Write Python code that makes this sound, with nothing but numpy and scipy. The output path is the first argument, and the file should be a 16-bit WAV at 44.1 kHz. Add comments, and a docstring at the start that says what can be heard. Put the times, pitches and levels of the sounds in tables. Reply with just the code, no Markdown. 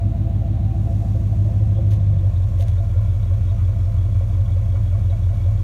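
"""Idling V8 with twin exhaust pipes

A big petrol V8 on a driveway drops from a fast idle to a slow one after two seconds.
One train of eight uneven pulses a cycle excites pipe, silencer and tailpipe resonances: boom, burble and rasp.
Shaped noise hisses at the pipe mouths; metal rings, squeaks and whines faintly in decaying tones.
A hand brushes the microphone twice, as gritty noise, while it is carried round the bumper."""
import sys
import numpy as np
from scipy import signal
from scipy.fft import rfft, irfft
from scipy.io import wavfile
from scipy.ndimage import uniform_filter1d

SR = 44100
rng = np.random.default_rng(int(sys.argv[2]) if len(sys.argv) > 2 else 0)


def wav_record(signal):
    """Record a signal, one row per channel, as 16-bit PCM in the file named by sys.argv[1]."""
    frames = np.transpose(np.atleast_2d(signal))
    bounded = np.clip(frames, -1, 1)
    # unit amplitude maps onto the largest positive 16-bit level
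    quanta = np.round(bounded * 32767).astype(np.int16)
    wavfile.write(sys.argv[1], SR, quanta)


N = 248283
TIME = np.arange(N) / SR
BAND_LIMIT_HZ = 15800
WALK_S = 0.63, 3.15  # the microphone passes from beside the car to behind it between these times


def gain_of(db):
    """Decibel law: amplitude grows tenfold every 20 dB."""
    return 10 ** (np.asarray(db) / 20)


def evened(x):
    """Power normalisation: scales to an rms of one."""
    return x / np.sqrt(np.mean(x ** 2) + 1e-20)


def read_table(table, s):
    """Linear interpolation of a two-column timed table at the times s."""
    return np.interp(s, *np.transpose(table))


def at_level(x, db):
    """Slow gain control: the smoothed power follows db while the beat of the cylinders remains."""
    size = SR // 3
    power = uniform_filter1d(uniform_filter1d(x ** 2, size), size // 2)
    return gain_of(db) * x / np.sqrt(abs(power) + 1e-20)


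def add(mix, s, sound):
    """Superposition: adds a sound into mix from time s."""
    start = round(s * SR)
    sound = sound[max(-start, 0):]
    part = mix[max(start, 0):][:len(sound)]
    part += sound[:len(part)]


def band(x, low_hz, high_hz, order=2):
    """Band-pass filtering: keeps the energy between two frequencies."""
    edges = [low_hz, min(high_hz, SR / 2 - 100)]
    return signal.sosfilt(signal.butter(order, edges, "band", fs=SR, output="sos"), x)


def coloured(x, spectrum):
    """Spectral shaping: weights each frequency by a table of frequency_hz, gain_db."""
    hz, db = np.transpose(spectrum)
    bins_hz = np.fft.rfftfreq(N, 1 / SR)
    gain_db = np.interp(np.log(bins_hz + 1), np.log(hz), db)
    return irfft(rfft(x) * gain_of(gain_db), N)


def noise(spectrum):
    """Coloured noise: random pressure with a fixed spectrum and an rms of one."""
    return evened(coloured(rng.standard_normal(N), spectrum))


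def ring(x, modes):
    """Modal superposition: resonances side by side, neighbours in opposite phase at the mouth."""
    out = np.zeros(N)
    for k, (hz, width_hz, db) in enumerate(modes):
        resonator = signal.iirpeak(hz, hz / width_hz, fs=SR)
        out += (-1) ** k * gain_of(db) * signal.lfilter(*resonator, x)
    return out


def ring_in_passing(x, modes):
    """Directivity: modes reach the side of the car and its rear with different strengths."""
    modes = np.array(modes)
    behind = np.interp(TIME, WALK_S, [0, 1])
    beside_sound = ring(x, modes[:, :3])
    behind_sound = ring(x, np.delete(modes, 2, axis=1))
    return (1 - behind) * beside_sound + behind * behind_sound


def puffs(times, db, decay):
    """Impulse train: puffs of gas that swell to a peak after the decay time and die away."""
    out, u = np.zeros(N), np.arange(SR // 8) / SR / decay
    for s, size in zip(times, gain_of(db)):
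        add(out, s, size * u * np.exp(1 - u))
    return out


# The idle sinks, undershoots and settles: start_s [s], firing_rate_hz [firings per second]
IDLE_SPEED = [(0, 53.56), (0.7, 53.52), (1.3, 52.12), (1.85, 52.02), (2.4, 45.6), (2.95, 43.82),
              (3.4, 45.42), (3.9, 44.44), (4.35, 44.96), (5.63, 44.46)]


def firing_rate(s):
    """Firing frequency: cylinder firings per second at the times s."""
    return read_table(IDLE_SPEED, s)


def fastness(s):
    """Operating point: one at fast idle, zero at slow idle."""
    return np.interp(firing_rate(s), [45, 53], [0, 1])


def exhaust_level(fast_db, slow_db, near_db):
    """Proximity effect: level follows idle speed and changes as the microphone passes the near pipe."""
    near = np.exp(-((TIME - 1.84) / 0.55) ** 2)  # passing time and its spread, s
    return slow_db + (fast_db - slow_db) * fastness(TIME) + near_db * near


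# One row a cylinder: place_in_cycle [firing intervals], then fast_idle_db and slow_idle_db [dB] for each of
# push, sharp edge, blow on the silencer, gas in the lower tailpipe, gas in the higher tailpipe;
# last squeak_db [dB]
CYLINDERS = [(.95, 5.5, -5, 6, 0.5, -6, -14, -10, -8.5, -7, -6, -7),
             (1.96, 0, -8.5, -14, -7.5, -18.5, -1, -5, -9.5, -2.5, 3, -6),
             (3.09, 1, 0, 2.5, -5, 1.5, 2.5, -5, -7, -11.5, -4, -3.5),
             (3.97, -5.5, -9, -1.5, -4, -10.5, 2, -15, -17, -4.5, -6.5, -1),
             (5.06, 0.5, -3, -1.5, -8.5, -1, -7.5, -6, -5.5, -5.5, -11, -2.5),
             (6.06, 4.7, -1.7, 1, -20.5, -1, -8, -4, -10, -4.5, -10, -4.5),
             (6.92, 5.5, -6, -12, -14.5, -5.5, -1.5, -6.5, -8, -2, 2.5, -4.5),
             (8.15, -5.5, -1.8, -3.5, -12, -8.5, -9.5, -2.5, -3, -6, -1.5, -13)]


def firings(jitter_s=0.000094, cycle_start_s=-.0107):
    """Uneven firing: pulse times and each pulse's cylinder row; the two banks fire slightly out of step."""
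    turns = np.cumsum(firing_rate(TIME)) / SR
    count = len(CYLINDERS)
    cycle, cylinder = np.divmod(np.arange(-1, int(turns[-1])), count)
    rows = np.array(CYLINDERS)[cylinder].T
    times = np.interp(cycle * count + rows[0], turns, TIME) + cycle_start_s
    return times + jitter_s * rng.standard_normal(len(times)), rows


def throbbing(times, low_gas_db, scatter_db=2.0):
    """Flow modulation: a gentle envelope that swells at every firing."""
    scatter = scatter_db * np.minimum(rng.standard_normal(len(times)), 1)
    return puffs(times, 0.098 * low_gas_db + scatter, decay=0.0061)


# Colour of the gas rush: frequency_hz [Hz], gain_db [dB]
RUSH_SPECTRUM = [(20, -10.5), (150, 18.5), (450, 10), (900, 5), (1500, -1.5), (2600, -3.5), (3100, -6.5),
                 (3900, -6), (4900, -20), (6000, -43)]


def rush(throb, level_db=-48):
    """Turbulent flow noise: broad noise modulated lightly by the firings."""
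    return gain_of(level_db) * evened(noise(RUSH_SPECTRUM) * (1 + 0.22 * throb))


# Colour of the fine hiss: frequency_hz [Hz], gain_db [dB]
HISS_SPECTRUM = [(3500, -29.5), (4400, -1.5), (4950, -6), (5600, -1), (6800, -1), (7700, -7.5),
                 (8600, -4.5), (9700, -6.5), (10400, -12.5), (11500, -7.5), (15500, -13)]
# Level of the fine hiss: start_s [s], level_db [dB]
HISS_LEVEL = [(0, -66.5), (.62, -66.5), (.95, -61), (2.05, -64.5), (2.4, -62), (5.6, -61)]


def hiss(throb):
    """Turbulent flow noise: treble modulated by the firings, with a slowly changing level."""
    return gain_of(read_table(HISS_LEVEL, TIME)) * evened(noise(HISS_SPECTRUM) * (1 + 0.32 * throb))


# Colour of the low rumble: frequency_hz [Hz], gain_db [dB]
RUMBLE_SPECTRUM = [(15, -29.5), (28, -13), (40, 6), (110, -6), (200, -14), (400, -44.5)]


def rumble():
    """Low-frequency noise: an unsteady bed under the exhaust pulses."""
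    return gain_of(exhaust_level(fast_db=-50, slow_db=-49, near_db=-3.5)) * noise(RUMBLE_SPECTRUM)


# Whines: start_s [s], length_s [s], level_db [dB], pitch_hz [Hz], width_hz [Hz],
# purity [amplitude of the clean tone over its fuzz]
WHINES = [(.08, .52, -77, 13900, 600, 0), (2.7, .46, -62, 1394, 22, 3), (2.75, .55, -70, 2261, 40, 1),
          (3.56, .08, -60, 1240, 40, 2), (3.73, .2, -71, 5400, 140, 0)]


def whines():
    """Narrow-band tones: thin mechanical sounds and whistles that come and go."""
    out = np.zeros(N)
    for s, length, db, hz, width_hz, purity in WHINES:
        fuzz = band(rng.standard_normal(2 * SR), hz - width_hz / 2, hz + width_hz / 2)
        tone = evened(fuzz[-int(length * SR):])
        tone += purity * np.sin(2 * np.pi * hz * TIME[:len(tone)])
        add(out, s, gain_of(db) * evened(tone) * signal.windows.tukey(len(tone), .5))
    return out


# Brushes of the hand: start_s [s], length_s [s], level_db [dB before colouring], lowest_hz [Hz], highest_hz [Hz]
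BRUSHES = [(1.899, 0.05, -52, 1500, 10800), (1.935, 0.042, -59.5, 1480, 6900),
           (2.594, 0.055, -54, 1400, 8000), (2.668, 0.043, -55.5, 1800, 8000)]


def brushes(grain_db=4.0, slip_db=2):
    """Stick-slip friction: skin scrapes over the microphone housing as gritty noise."""
    out, count = np.zeros(N), SR // 10
    for s, length, db, low_hz, high_hz in BRUSHES:
        size = int(length * SR)
        grains = np.minimum(rng.exponential(1, count), 3)
        grit = rng.standard_normal(count) * gain_of(grain_db * grains)
        slips = np.minimum(evened(uniform_filter1d(rng.standard_normal(count), size=80)), 2)
        scrape = band(grit * gain_of(slip_db * slips), low_hz, BAND_LIMIT_HZ, order=3)
        scrape = band(scrape, low_hz / 2, high_hz, order=1)[-size:]
        add(out, s, gain_of(db) * evened(scrape) * signal.windows.tukey(size, .5))
    return out


# Snags within the brushes: start_s [s], level_db [dB before decay and colouring], highest_hz [Hz]
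SNAGS = [(1.9095, -45, 9000), (1.915, -43, 10000), (1.918, -43, 9000), (1.935, -43, 9000),
         (2.5875, -42, 7000), (2.5985, -41, 7000), (2.604, -39, 8000), (2.609, -35.5, 7000),
         (2.614, -40, 8000), (2.618, -39, 8000), (2.624, -34.5, 6000), (2.627, -38.5, 4000),
         (2.6835, -33.5, 2600), (2.717, -48, 5000)]


def snags(decay_s=0.0008, low_hz=1650):
    """Stick-slip release: the skin catches on the housing and lets go with a dry tick."""
    out, t = np.zeros(N), TIME[:SR // 50]
    for s, db, high_hz in SNAGS:
        grit = band(rng.standard_normal(len(t)), low_hz, BAND_LIMIT_HZ, order=3)
        grit = evened(band(grit, low_hz / 2, high_hz, order=1))
        add(out, s, gain_of(db) * grit * np.exp(-t / decay_s))
    return out


# Colour of the hand noise: frequency_hz [Hz], gain_db [dB]
PORT_RESPONSE = [(1000, 3), (3800, 3), (4950, -5), (6400, 3), (7700, -10), (9000, 1), (10400, -4.5),
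                 (12000, -2), (15000, 2)]


def handling():
    """Transfer function: brushes and snags share one uneven treble response."""
    return coloured(brushes() + snags(), PORT_RESPONSE)


def chirp(hz, width_hz, decay):
    """Frequency modulation: a short squeak with a trembling pitch and an envelope peak of one."""
    u = TIME[:SR // 8] / decay
    tremble = evened(uniform_filter1d(rng.standard_normal(len(u)), size=50))
    return u * np.exp(1 - u) * np.sin(2 * np.pi * np.cumsum(hz + width_hz * tremble) / SR)


# Louder squeaks: start_s [s], level_db [dB, 1 below the played peak], pitch_hz [Hz], decay_s [s]
SQUEAKS = [(1.75, -58.5, 3380, 0.016), (2.18, -58, 3560, 0.0083), (2.355, -56, 3660, 0.0088),
           (2.425, -58, 3660, .008), (2.775, -56, 3680, 0.009), (2.889, -70, 3400, 0.016),
           (3.09, -59, 3450, .011), (3.13, -63, 3290, 0.012), (3.225, -58, 3640, 0.0082),
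           (3.275, -60, 3380, 0.0097), (3.49, -53, 3630, 0.0074), (4.12, -55, 3380, 0.0065),
           (4.453, -55.5, 3350, 0.0055), (4.52, -54, 3370, .008), (5.097, -52, 3750, 0.0052),
           (5.233, -59, 3690, 0.0076)]


def squeaks(times, squeak_db, scatter_db=3.5, lead_s=0.0033):
    """Friction: each firing rubs loose metal into a faint two-pitch tick; now and then it chirps out."""
    ticking, loud = np.zeros(N), np.zeros(N)
    draws = rng.standard_normal((len(times), 3))
    for s, db, (harder, higher, upper) in zip(times, squeak_db, draws):
        tick = chirp(3340 + 20 * higher, width_hz=60, decay=0.0045)  # the lower pitch wanders, Hz
        upper_db = -6.5 + 3 * min(upper, 1)
        tick += gain_of(upper_db) * chirp(3660, width_hz=110, decay=0.004)
        add(ticking, s - lead_s, gain_of(db + scatter_db * min(harder, 1)) * tick)
    for s, db, hz, decay in SQUEAKS:
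        add(loud, s, gain_of(db + 1.0) * chirp(hz, width_hz=150, decay=decay))
    tick_level_db = np.interp(TIME, WALK_S, [-76, -65.5])  # beside the car, behind it
    return gain_of(tick_level_db) * evened(ticking) + loud


# Thin ringing of the metal: frequency_hz [Hz], width_hz [Hz], beside_db [dB], behind_db [dB]
METAL_MODES = [(868, 25, -6, -7.5), (1006, 12, 8, 1.5), (1072.5, 18, 9, 0.5), (1115, 43, -4.5, -3.5),
               (1159, 22, 3, -6), (1232, 11, -13.5, -3), (1400, 35, -19, -7), (1463, 43, -15, -10),
               (1656, 55, -8, -13.5), (1978, 19, -12, -10), (2232, 29, -21, -7.5), (2284, 24, -21, -9),
               (2370, 36, -7.5, -11.5), (2910, 23, -21, -14)]
# Harder shakes that set the metal ringing: start_s [s], strength_db [dB]
JOLTS = [(2.968, -9), (3.32, -7), (3.585, -2), (3.67, -7), (4.748, 0), (4.93, -7), (5.468, -7)]


def metal(throb):
    """Forced vibration: steady, throbbing and jolting noise excites the modes of thin metal."""
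    jolts = puffs(*np.transpose(JOLTS), decay=0.0071)
    shaking = (0.054 + throb + jolts) * rng.standard_normal(N)
    level_db = np.interp(TIME, WALK_S, [-64, -55.5])  # beside the car, behind it
    return at_level(ring_in_passing(shaking, METAL_MODES), level_db)


# Harder chuffs of gas: start_s [s], level_db [dB], pitch_hz [Hz], rise_s [s]
CHUFFS = [(0, -39.5, 678, .008), (.135, -40.5, 684, .01), (.266, -38.5, 680, .012), (.415, -43, 545, .002),
          (.428, -39, 680, .01), (.578, -42, 690, .008), (.728, -43, 680, .012), (.868, -37.5, 676, .012),
          (.908, -41, 548, .002), (1.022, -38.5, 677, .012), (1.318, -41, 676, .012),
          (1.147, -40, 534, .002), (1.453, -40, 582, .002), (1.485, -39.5, 675, .01),
          (1.607, -42, 540, .002), (1.765, -38, 540, .0014), (1.783, -35, 530, .002),
          (2.243, -37, 556, .0014), (2.594, -35.5, 547, .0014), (2.615, -42, 674, .01),
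          (2.775, -39, 560, .003), (2.797, -41, 671, .01), (2.956, -39, 537, .002), (3.14, -43, 545, .003),
          (3.16, -45, 675, .01), (3.31, -42, 550, .002), (3.512, -44, 680, .008), (3.688, -42, 550, .002),
          (3.87, -45, 675, .01), (4.208, -36.5, 553, .002), (4.385, -43, 550, .004),
          (4.562, -40, 545, .002), (4.741, -36.5, 556, .0014), (4.923, -40, 563, .002),
          (4.944, -43, 672, .008), (5.096, -41, 552, .0014), (5.12, -44, 677, .008), (5.3, -45, 675, .01),
          (5.459, -38, 552, .0014)]


def chuffs(decay_s=0.015, rough=0.3):
    """Transient resonance: a harder burst of gas strikes one of the tailpipes, which rings briefly."""
    out, t = np.zeros(N), TIME[:SR // 8]
    for s, db, hz, rise in CHUFFS:
        tone = np.sqrt(2) * np.sin(2 * np.pi * hz * t)
        tone += rough * evened(band(rng.standard_normal(len(t)), 450, 750))
        swell = (1 - np.exp(-t / rise)) * np.exp(-t / (decay_s + rise))  # a slow swell also holds longer
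        add(out, s, gain_of(db) * swell / swell.max() * tone)
    return out


def rasp(times, gas_db, modes, steady=0.018, smoothing_s=0.018, lead_s=0.00296, knock_share=0.45, damping=1.9):
    """Flow-excited resonance: puffs knock a tailpipe and blow through it; uneven cylinders make the lope."""
    db = gas_db + 0.9 * rng.standard_normal(len(times))
    # the pitch wanders among the modes, but the strength is set by the flow
    tone = band(ring_in_passing(rng.standard_normal(N), modes), 463, 850)
    power = abs(uniform_filter1d(tone ** 2, int(smoothing_s * SR)))
    tone /= np.sqrt(power + .15 * np.mean(tone ** 2))
    blow = (steady + puffs(times - lead_s, db, decay=.0085)) * tone
    damped = np.array(modes) * [1, damping, 1, 1]  # wider modes for the knock
    knock = band(ring_in_passing(puffs(times - lead_s, db, decay=0.00016), damped), 450, 850)
    return band(evened(blow) + knock_share * evened(knock), 400, 884, order=3)


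# Resonances of the higher tailpipe: frequency_hz [Hz], width_hz [Hz], beside_db [dB], behind_db [dB]
HIGH_TAIL_MODES = [(672.7, 8.2, -0.5, 7.5), (737, 26, -24.5, -9.5), (767.4, 8.9, -3, -6)]


def high_rasp(times, gas_db):
    """Pipe resonance: the rasp of the higher-pitched tailpipe."""
    return at_level(rasp(times, gas_db, HIGH_TAIL_MODES), exhaust_level(fast_db=-47.5, slow_db=-52, near_db=-1))


# Resonances of the lower tailpipe: frequency_hz [Hz], width_hz [Hz], beside_db [dB], behind_db [dB]
LOW_TAIL_MODES = [(506.7, 7.6, -6, 0.5), (525.6, 21, -7, 1), (570.8, 18, -8.5, 1), (614.6, 10, -4, -6)]


def low_rasp(times, gas_db):
    """Pipe resonance: the rasp of the lower-pitched tailpipe."""
    return at_level(rasp(times, gas_db, LOW_TAIL_MODES), exhaust_level(fast_db=-51.5, slow_db=-50.5, near_db=4.5))


# Resonances of the silencer: frequency_hz [Hz], width_hz [Hz], beside_db [dB], behind_db [dB]
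SILENCER_MODES = [(311, 17.4, -2.5, -8.5), (335.4, 6.3, 0.5, 2.5), (399, 5.3, -29, -12),
                  (413, 6.6, -14, -13.5)]


def silencer(times, shell_db, lead_s=0.00617, swirl_share=.55):
    """Shell resonance: pulses strike the silencer, which hums in a limping rhythm of its own."""
    fronts = evened(band(puffs(times - lead_s, shell_db, decay=0.00037), 230, 480))
    turbulence = puffs(times - lead_s, shell_db, decay=0.0068) * rng.standard_normal(N)
    swirl = evened(band(turbulence, 250, 480))
    hum = band(ring_in_passing(fronts + swirl_share * swirl, SILENCER_MODES), 292, 460, order=3)
    return at_level(hum, exhaust_level(fast_db=-42.5, slow_db=-51, near_db=1))


def drone(mode_hz=147, width_hz=9, level_db=-28.5):
    """Resonance crossing: as the idle sinks, the third firing harmonic slides through a mode and swells."""
    hz = 3 * firing_rate(TIME)
    response = 1 / (1 + (2 * (hz - mode_hz) / width_hz) ** 2)
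    return gain_of(level_db) * response * np.sqrt(2) * np.sin(2 * np.pi * np.cumsum(hz) / SR)


# Higher standing waves in the pipes: frequency_hz [Hz], width_hz [Hz], beside_db [dB], behind_db [dB]
PIPE_MODES = [(140.2, 6.9, 12, 8.5), (158.4, 17, 1, -3.5), (173.2, 11, 3, 3), (189.2, 38.2, -1, -8),
              (251.3, 10, -2, -21.5), (257.1, 5.1, -14, -3.5)]


def burble(times, edge_db, lead_s=0.01101, front_s=0.00039, swirl_share=.26):
    """Standing waves: sharp fronts run ahead of the slugs and, with turbulence, ring the higher modes."""
    db = edge_db + rng.standard_normal(len(times))  # 1 dB scatter
    fronts = evened(band(puffs(times - lead_s, db, decay=front_s), 120, 610))
    turbulence = puffs(times - lead_s, db, decay=0.016) * rng.standard_normal(N)
    swirl = evened(band(turbulence, 150, 350))
    note = band(ring_in_passing(fronts + swirl_share * swirl, PIPE_MODES), 156.4, 430, order=3)
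    return at_level(note, exhaust_level(fast_db=-30.5, slow_db=-39, near_db=-0.5))


# Deep modes of pipes and silencers: frequency_hz [Hz], width_hz [Hz], gain_db [dB]
BOOM_MODES = [(53.4, 23.7, -1.4), (68.1, 56.1, 3.5), (83.5, 38.6, 7.5), (101.17, 8.95, 10)]


def deep_note(times, push_db, scatter_db=1.66):
    """Modal excitation: slugs of gas drive the deep modes; at slow idle each leaves more gently."""
    corner_hz = np.exp(np.interp(firing_rate(times), [45, 52], np.log([23, 400])))
    slug_db = push_db + scatter_db * rng.standard_normal(len(times))
    size = gain_of(slug_db) * np.hypot(corner_hz, 90)
    flow, t = np.zeros(N), TIME[:SR // 10]
    for s, hz, a in zip(times, corner_hz, size):
        add(flow, s, a * np.exp(-2 * np.pi * hz * t))
    # the lowest notes, below about 40 Hz, come through only weakly
    radiated = signal.sosfilt(signal.butter(3, 40, "high", fs=SR, output="sos"), flow)
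    deep_band = signal.butter(3, [33, 190], "band", fs=SR, output="sos")
    return signal.sosfiltfilt(deep_band, ring(radiated, BOOM_MODES))


def firing_note(x):
    """Synchronous detection: the tone in x at the firing rate, averaged over a few engine cycles."""
    turn = np.exp(2j * np.pi * np.cumsum(firing_rate(TIME)) / SR)
    return 2 * (turn * uniform_filter1d(x / turn, size=SR // 2)).real


def thrum_and_boom(times, push_db, uneven_share=0.08):
    """Diffraction: the firing note bends round the car and varies less from place to place than the boom."""
    deep = deep_note(times, push_db)
    low = signal.sosfiltfilt(signal.butter(6, 60, fs=SR, output="sos"), deep)
    thrum = (1 - uneven_share) * firing_note(low) + uneven_share * low
    thrum = at_level(thrum, exhaust_level(fast_db=-26, slow_db=-25, near_db=-1))
    return thrum + at_level(deep - low, exhaust_level(fast_db=-19.5, slow_db=-17.5, near_db=3.5))


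def scene():
    """Common excitation: one train of firings drives every part of the exhaust."""
    times, rows = firings()
    fast_db, slow_db, squeak_db = rows[1:-1:2], rows[2:-1:2], rows[-1]
    part_db = slow_db + (fast_db - slow_db) * fastness(times)
    push_db, edge_db, shell_db, low_gas_db, high_gas_db = part_db
    throb = throbbing(times, low_gas_db)
    mix = rush(throb) + hiss(throb) + rumble()
    mix += whines() + handling() + squeaks(times, squeak_db) + metal(throb)
    mix += chuffs() + high_rasp(times, high_gas_db) + low_rasp(times, low_gas_db)
    mix += silencer(times, shell_db) + drone() + burble(times, edge_db)
    mix += thrum_and_boom(times, push_db)
    return mix[None]


def record(dry):
    """Band limitation: a linear-phase low-pass filter removes the highest treble."""
    low_pass = signal.firwin(511, BAND_LIMIT_HZ, window=("kaiser", 9), fs=SR)
    return signal.oaconvolve(dry, low_pass[None], "same")


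dry = scene()
out = record(dry)
wav_record(out)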